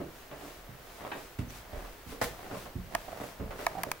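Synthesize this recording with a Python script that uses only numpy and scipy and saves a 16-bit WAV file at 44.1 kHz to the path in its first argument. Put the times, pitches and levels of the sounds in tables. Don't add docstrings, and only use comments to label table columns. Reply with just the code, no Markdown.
import sys
import numpy as np
from scipy import signal
from scipy.fft import rfft, irfft
from scipy.io import wavfile

SR = 44100
rng = np.random.default_rng(int(sys.argv[2]) if len(sys.argv) > 2 else 0)


def inscribe(sig):
    pcm = np.round(np.clip(np.atleast_2d(sig).T, -1, 1) * 32767)
    wavfile.write(sys.argv[1], SR, pcm.astype(np.int16))


N = 176400

# f/Hz, level/dB
SWISH_COLOUR = [(100, -0.5), (900, 7.5), (1800, 5.5), (3500, 4), (6000, 1.5), (16000, -6)]


def amp(db):
    return 10 ** (np.asarray(db) / 20)


def unit(x):
    return x / np.sqrt(np.mean(x ** 2) + 1e-20)


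def read(points, hz):
    f, value = np.transpose(points)
    return np.interp(np.log(hz + 1), np.log(f + 1), value)


def fade(t, t60):
    return np.exp(-np.log(1000) * np.maximum(t, 0) / t60)


def swell(middle_s, half_width_s):
    return np.exp(-.5 * ((np.arange(N) / SR - middle_s) / half_width_s) ** 2)


def drift(count=40):
    return np.interp(np.arange(N), np.linspace(0, N, count), rng.standard_normal(count))


def colour(x, points, tilt=0, size=4096):
    hz = abs(np.fft.fftfreq(size, 1 / SR))
    log_gain = np.log(unit(amp(read(points, hz) + tilt * np.log2(hz + 20))) + 1e-6)
    taps = np.fft.ifft(np.exp(np.conj(signal.hilbert(log_gain)))).real[:size // 2]
    return signal.fftconvolve(x, taps[None], axes=1)[:, :x.shape[1]]


def stereo(pair):
    # f/Hz, correlation
    likeness = [(50, 1), (150, 0.83), (400, 0.79), (900, 0.52), (2200, 0.28), (4500, 0.25), (8000, 0.12),
                (12000, 1)]
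    # f/Hz, left minus right/dB
    balance = [(40, -0.5), (150, 0.5), (350, -3.5), (700, -2), (1100, 0.5), (13000, 1)]
    count = pair.shape[1]
    hz = np.fft.rfftfreq(count, 1 / SR)
    same = np.clip(read(likeness, hz), -.99, .99)
    lean = amp(read(balance, hz) / 2)
    a, b = rfft(pair)
    mid, side = a * np.sqrt((1 + same) / 2), b * np.sqrt((1 - same) / 2)
    return irfft(np.array([(mid + side) * lean, (mid - side) / lean]), count)


def noise(count):
    return stereo(rng.standard_normal((2, count)))


def lagged(t, lag_s=.00008):
    return np.maximum(t - np.array([[0], [lag_s]]), 0)


def grains(count, per_s, spread_db):
    size = amp(spread_db * np.minimum(rng.exponential(1, count), 4))
    slipping = rng.random(count) < per_s / SR
    return stereo(unit(size * slipping * rng.choice([-1., 1.], (2, count))))


def snap(t, t60, pulse_db):
    pulse = np.diff(np.sign(lagged(t)), prepend=0)
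    splinter = stereo(rng.choice([-.5, .5], (2, len(t)))) * fade(t, t60)
    return amp(pulse_db) * pulse + splinter


def stairwell(x, build_s=0.0029):
    # f/Hz, decay/s
    decay = [(50, 0.93), (150, 0.39), (500, 0.36), (2000, 0.31), (8000, 0.15)]
    hz, t, bands = signal.stft(rng.standard_normal((2, SR * 3 // 4)), SR, nperseg=256)
    envelope = np.minimum(t / build_s, 1) * 0.00081 ** (t / read(decay, hz)[:, None])
    tail = signal.istft(bands * envelope, SR, nperseg=256)[1]
    tail = stereo(tail / np.linalg.norm(tail[0]))
    return signal.fftconvolve(x.mean(0)[None], tail, axes=1)[:, :N]


def background():
    # f/Hz, level/dB
    air_colour = [(20, -3), (50, -9.5), (150, -19.5), (400, -5.5), (700, -9), (1700, -11.5), (3500, -18.5),
                  (6000, -22.5), (10500, -27), (12000, -23.5), (16500, -28.5)]
    # f/Hz, level/dB
    whine_tones = [(14288, -76), (15278, -74), (15436, -75), (15713, -74)]
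    air_db, rumble_db, waver_db, wander_hz = -53, -58.5, 2.5, 5
    air = amp(air_db) * colour(noise(N), air_colour)
    rumble = colour(noise(N), [(12, -18), (35, -6), (200, -29), (1000, -100)])
    whine = sum(np.sqrt(2) * amp(db) * np.sin(2 * np.pi * np.cumsum(hz + wander_hz * drift()) / SR)
                for hz, db in whine_tones)
    return air + amp(rumble_db - waver_db * drift()) * rumble + whine


def fingers():
    # t/s, level/dB
    rub = [(0, -62.5), (.9, -57), (1.08, -44.5), (1.3, -79), (1.8, -47), (2.05, -69), (2.45, -46.5),
           (2.6, -56), (2.88, -66), (2.945, -39.5), (3.04, -58.5), (3.1, -45), (3.26, -45), (3.36, -57.5),
           (3.62, -50.5), (3.77, -44.5), (3.9, -47.5), (4, -69)]
    # f/Hz, level/dB
    rub_colour = [(40, -13), (200, -7), (450, -10.5), (600, -3.5), (700, -2), (830, -9), (1800, -16),
                  (3000, -26), (16000, -40.5)]
    envelope = amp(np.interp(np.arange(N) / SR, *np.transpose(rub)))
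    return envelope * colour(grains(N, per_s=700, spread_db=3), rub_colour)


def scuffs(reverb_db=-5.5):
    # t/s, level/dB, rise/s, t60/s, tilt/(dB per octave)
    brushes = [(.001, -35.5, 0.00057, 0.2, -6), (.312, -41, 0.0014, 0.27, -2),
               (0.406, -46, 0.0026, 0.64, -2.5), (1.002, -44.5, 0.0055, 0.24, -0.5),
               (1.147, -43.5, 0.0036, 0.39, -2), (1.385, -45, 0.004, 0.2, 3.5),
               (1.497, -50, 0.0033, 0.16, 5.5), (1.718, -45, 0.011, 0.65, -1.5),
               (1.838, -45, 0.0044, 0.18, -0.5), (2.118, -43.5, 0.0037, 0.25, -3.5),
               (2.505, -38.5, 0.0084, 0.17, -1.5), (2.533, -41, 0.014, 0.19, -2),
               (2.655, -41, 0.0039, 0.12, -1), (3.198, -39.5, 0.0023, 0.29, -2.5),
               (3.393, -40, 0.0096, 0.22, -4), (3.506, -39, 0.0022, 0.19, -0.5),
               (3.585, -40, 0.006, 0.33, 0.5), (3.868, -36, 0.0026, 0.067, -7)]
    # f/Hz, level/dB
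    scuff_colour = [(40, -24), (130, -13), (300, -4), (500, 0), (800, -4.5), (2200, -13), (4000, -23.5),
                    (8000, -32.5), (16000, -46)]
    out, t = np.zeros((2, N)), np.arange(SR // 2) / SR
    for s, db, rise, t60, tilt in brushes:
        envelope = np.minimum(t / rise, 1) * fade(t - rise, t60)
        slips = grains(len(t), per_s=2500, spread_db=2) * envelope
        add(out, s, amp(db) * colour(slips, scuff_colour, tilt))
    return out + amp(reverb_db) * stairwell(out)


def thuds():
    # t/s, peak level/dB, contact/s, stair pitch ratio, reverb send/dB,
    # hollow level re the step/dB, hollow pitch ratio
    steps = [(.002, -40, 0.0025, 1.6, -8, -6.5, 1.4), (0.687, -39.5, 0.0019, 1.51, -7, -11.5, 0.53),
             (1.386, -22.5, .0025, 1.155, -9.5, -20, 1.04), (1.723, -37, 0.041, 0.92, -4, -33, 1.3),
             (2.059, -39, 0.0037, 0.67, -4.5, -11, 1.02), (2.214, -35.5, 0.0039, 1.15, -1.5, -19, 2.6),
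             (2.526, -36, 0.001, 1.29, -4, -12.5, 0.8), (2.752, -26.5, 0.0019, 1.02, -6.5, -18.5, .76),
             (3.395, -30, 0.0016, 0.83, -1.5, -14.5, 1.85), (3.765, -42.5, 0.0033, 1.3, -10, -7.5, .74)]
    # f/Hz, level/dB, t60/s
    stair_modes = [(39.7, -17, 0.66), (58.5, -8, 0.098), (91.3, 1.5, 0.071), (137.3, -5, 0.083),
                   (185.7, -5, 0.066), (251.7, -5.5, 0.106), (346, -10, 0.13)]
    # f/Hz, level/dB
    hollow_modes = [(237, 5.5), (265, -2.5), (299, -1), (478, -12.5)]
    stair_build_s, hollow_build_s, hollow_t60_s = 0.0046, 0.019, 0.4
    toe_delay_s, toe_db = .033, -8.5
    pan_db = np.array([[-2.75], [2.75]])
    out, send, t = np.zeros((2, N)), np.zeros((2, N)), np.arange(SR // 2) / SR
    for s, db, contact, pitch, send_db, hollow_db, hollow_pitch in steps:
        wood = sum((-1) ** k * amp(mode_db + pan_db * min(hz / 100, 1))
                   * fade(t, t60) * np.sin(2 * np.pi * hz * pitch * t)
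                   for k, (hz, mode_db, t60) in enumerate(stair_modes))
        wood *= 1 - np.exp(-t / stair_build_s)
        contact_phase = 2 * np.pi * t / contact
        heel = contact_phase * np.exp(-contact_phase)
        toe = amp(toe_db) * np.interp(t - toe_delay_s, t, heel, left=0)
        thud = signal.fftconvolve(wood, (heel + toe)[None], axes=1)[:, :len(t)]
        thud *= amp(db) / abs(thud).max()
        hollow = sum(amp(mode_db + pan_db)
                     * np.sin(2 * np.pi * (hz * hollow_pitch * lagged(t) + rng.random()))
                     for hz, mode_db in hollow_modes)
        hollow *= (1 - np.exp(-t / hollow_build_s)) * fade(t, hollow_t60_s)
        add(out, s, thud + amp(db + hollow_db) * hollow)
        add(send, s, amp(send_db) * thud)
    return out + stairwell(send)


def clothes():
    # middle t/s, level/dB, half width/s
    swishes = [(.19, -56.5, 0.057), (.48, -52.5, 0.089), (.945, -55.5, 0.09), (1.2, -52.5, 0.084),
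               (1.562, -50.5, 0.043), (1.84, -56.5, 0.11), (2.116, -49, 0.032), (2.38, -56.5, 0.25),
               (2.6, -50, 0.056), (3.03, -53.5, 0.095), (3.257, -51, 0.066), (3.632, -49, 0.05),
               (3.84, -58, 0.2)]
    motion = np.sqrt(sum((amp(db) * swell(s, half_width)) ** 2 for s, db, half_width in swishes))
    return motion * colour(grains(N, per_s=20000, spread_db=2.5), SWISH_COLOUR)


def cracks(reverb_db=1.5):
    # t/s, level/dB, tilt/(dB per octave)
    ticks = [(1.0499, -31, -2), (1.1166, -30.5, 2), (1.1198, -26, 2), (2.444, -31, -3.5)]
    # f/Hz, level/dB
    crack_colour = [(150, -3.5), (700, 5.5), (1500, 0.5), (3500, -9.5), (6000, -37), (16000, -52)]
    out, t = np.zeros((2, N)), np.arange(SR // 5) / SR
    for s, db, tilt in ticks:
        add(out, s, amp(db) * colour(snap(t, t60=0.023, pulse_db=9), crack_colour, tilt))
    return out + amp(reverb_db) * stairwell(out)


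def squeak(level_db=-55, band_hz=(5700, 6300)):
    band = signal.butter(2, band_hz, "bandpass", fs=SR, output="sos")
    squeal = unit(signal.sosfilt(band, noise(N)))
    return amp(level_db) * swell(middle_s=1.5, half_width_s=0.01) * squeal


def slap(at_s=2.2135):
    # f/Hz, level/dB
    slap_colour = [(60, -26), (250, -5), (480, 2.5), (800, 2.5), (1200, -9.5), (1800, -2.5), (3000, -22.5),
                   (6000, -17), (16000, -54)]
    smack_db, rise_s, reverb_db = -22.5, 0.0024, -5
    skid_db, skid_hold_s = -37, 0.027
    out, t = np.zeros((2, N)), np.arange(SR // 2) / SR
    smack = noise(len(t)) * np.minimum(t / rise_s, 1) * fade(t - rise_s, t60=.07)
    add(out, at_s, amp(smack_db) * colour(smack, slap_colour))
    out += amp(reverb_db) * stairwell(out)
    skid = grains(len(t), per_s=8000, spread_db=1) * fade(t - skid_hold_s, t60=0.28)
    add(out, at_s, amp(skid_db) * colour(skid, SWISH_COLOUR, tilt=0.69))
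    return out


def clicks(reverb_db=-18):
    # t/s, snap level/dB, snap tilt/(dB per octave), knock delay/s,
    # knock level/dB, ring level/dB, knock length ratio
    catches = [(2.2423, -24, 4, 0.001, -50, -48, 1), (2.9502, -12.5, -0.5, 0.00117, -17.5, -19, 1.2),
               (3.666, -14.5, 0.2, .0011, -11.5, -16.5, 0.96), (3.8343, -18.5, 6, 0.00165, -21, -26, 1.1),
               (3.9159, -16.5, 3.5, .0001, -12.5, -40, 0.57)]
    # f/Hz, level/dB
    snap_colour = [(200, -35), (550, -1), (950, 10.5), (2200, 18), (3500, 4), (6000, 3), (8500, -2.5),
                   (12500, -1.5), (16000, -8.5)]
    # f/Hz, level/dB, t60/s, right minus left/dB
    shell_modes = [(930, -1.5, 0.014, 3), (1157, -0.5, 0.008, 4), (1246, -9.5, 0.026, 8),
                   (1670, -5.5, 0.012, 0), (1910, -5.5, 0.011, 6.5), (2230, -11.5, 0.0092, 0)]
    ring_hz, ring_t60_s, ring_pan_db = 671, 0.041, [[-11], [0]]
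    out, t = np.zeros((2, N)), np.arange(SR // 10) / SR
    sides = np.array([[-.5], [.5]])
    ring = amp(ring_pan_db) * fade(t, ring_t60_s) * np.sin(2 * np.pi * ring_hz * lagged(t))
    for s, snap_db, tilt, delay, knock_db, ring_db, length in catches:
        knock = sum((-1) ** k * amp(mode_db + sides * pan_db)
                    * fade(t, t60 * length) * np.sin(2 * np.pi * hz * lagged(t))
                    for k, (hz, mode_db, t60, pan_db) in enumerate(shell_modes))
        add(out, s, amp(snap_db) * colour(snap(t, t60=0.014, pulse_db=6), snap_colour, tilt))
        add(out, s + delay, amp(knock_db) * knock - amp(ring_db) * ring)
    return out + amp(reverb_db) * stairwell(out)


def creaks(slips_per_s=190):
    # t/s, level before panning/dB, length/s, f/Hz
    grip_shifts = [(3.082, -34, 0.0098, 672), (3.129, -34.5, .004, 660), (3.753, -32, .042, 774)]
    pan_db = np.array([[-4], [3]])
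    out, t = np.zeros((2, N)), np.arange(SR // 8) / SR
    for s, db, length, hz in grip_shifts:
        slips = rng.uniform(0.27, 1, len(t))
        slips *= (rng.random(len(t)) < slips_per_s / SR) & (t < length)
        slips[0] = 1
        resonance = fade(t, t60=0.058) * np.sin(2 * np.pi * hz * t)
        creak = signal.fftconvolve(slips, resonance)[:len(t)]
        add(out, s, amp(db + pan_db) * creak / abs(creak).max())
    return out


def add(mix, s, sound):
    part = mix[..., round(s * SR):][..., :sound.shape[-1]]
    part += sound[..., :part.shape[-1]]


def scene():
    feet = thuds() + scuffs() + slap() + cracks() + squeak()
    return feet + clothes() + clicks() + creaks() + fingers() + background()


def record(dry):
    edge_hz = 16600
    lowpass = signal.firwin(511, edge_hz, window=("kaiser", 9), fs=SR)
    return signal.oaconvolve(dry, lowpass[None], "same")


dry = scene()
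out = record(dry)
inscribe(out)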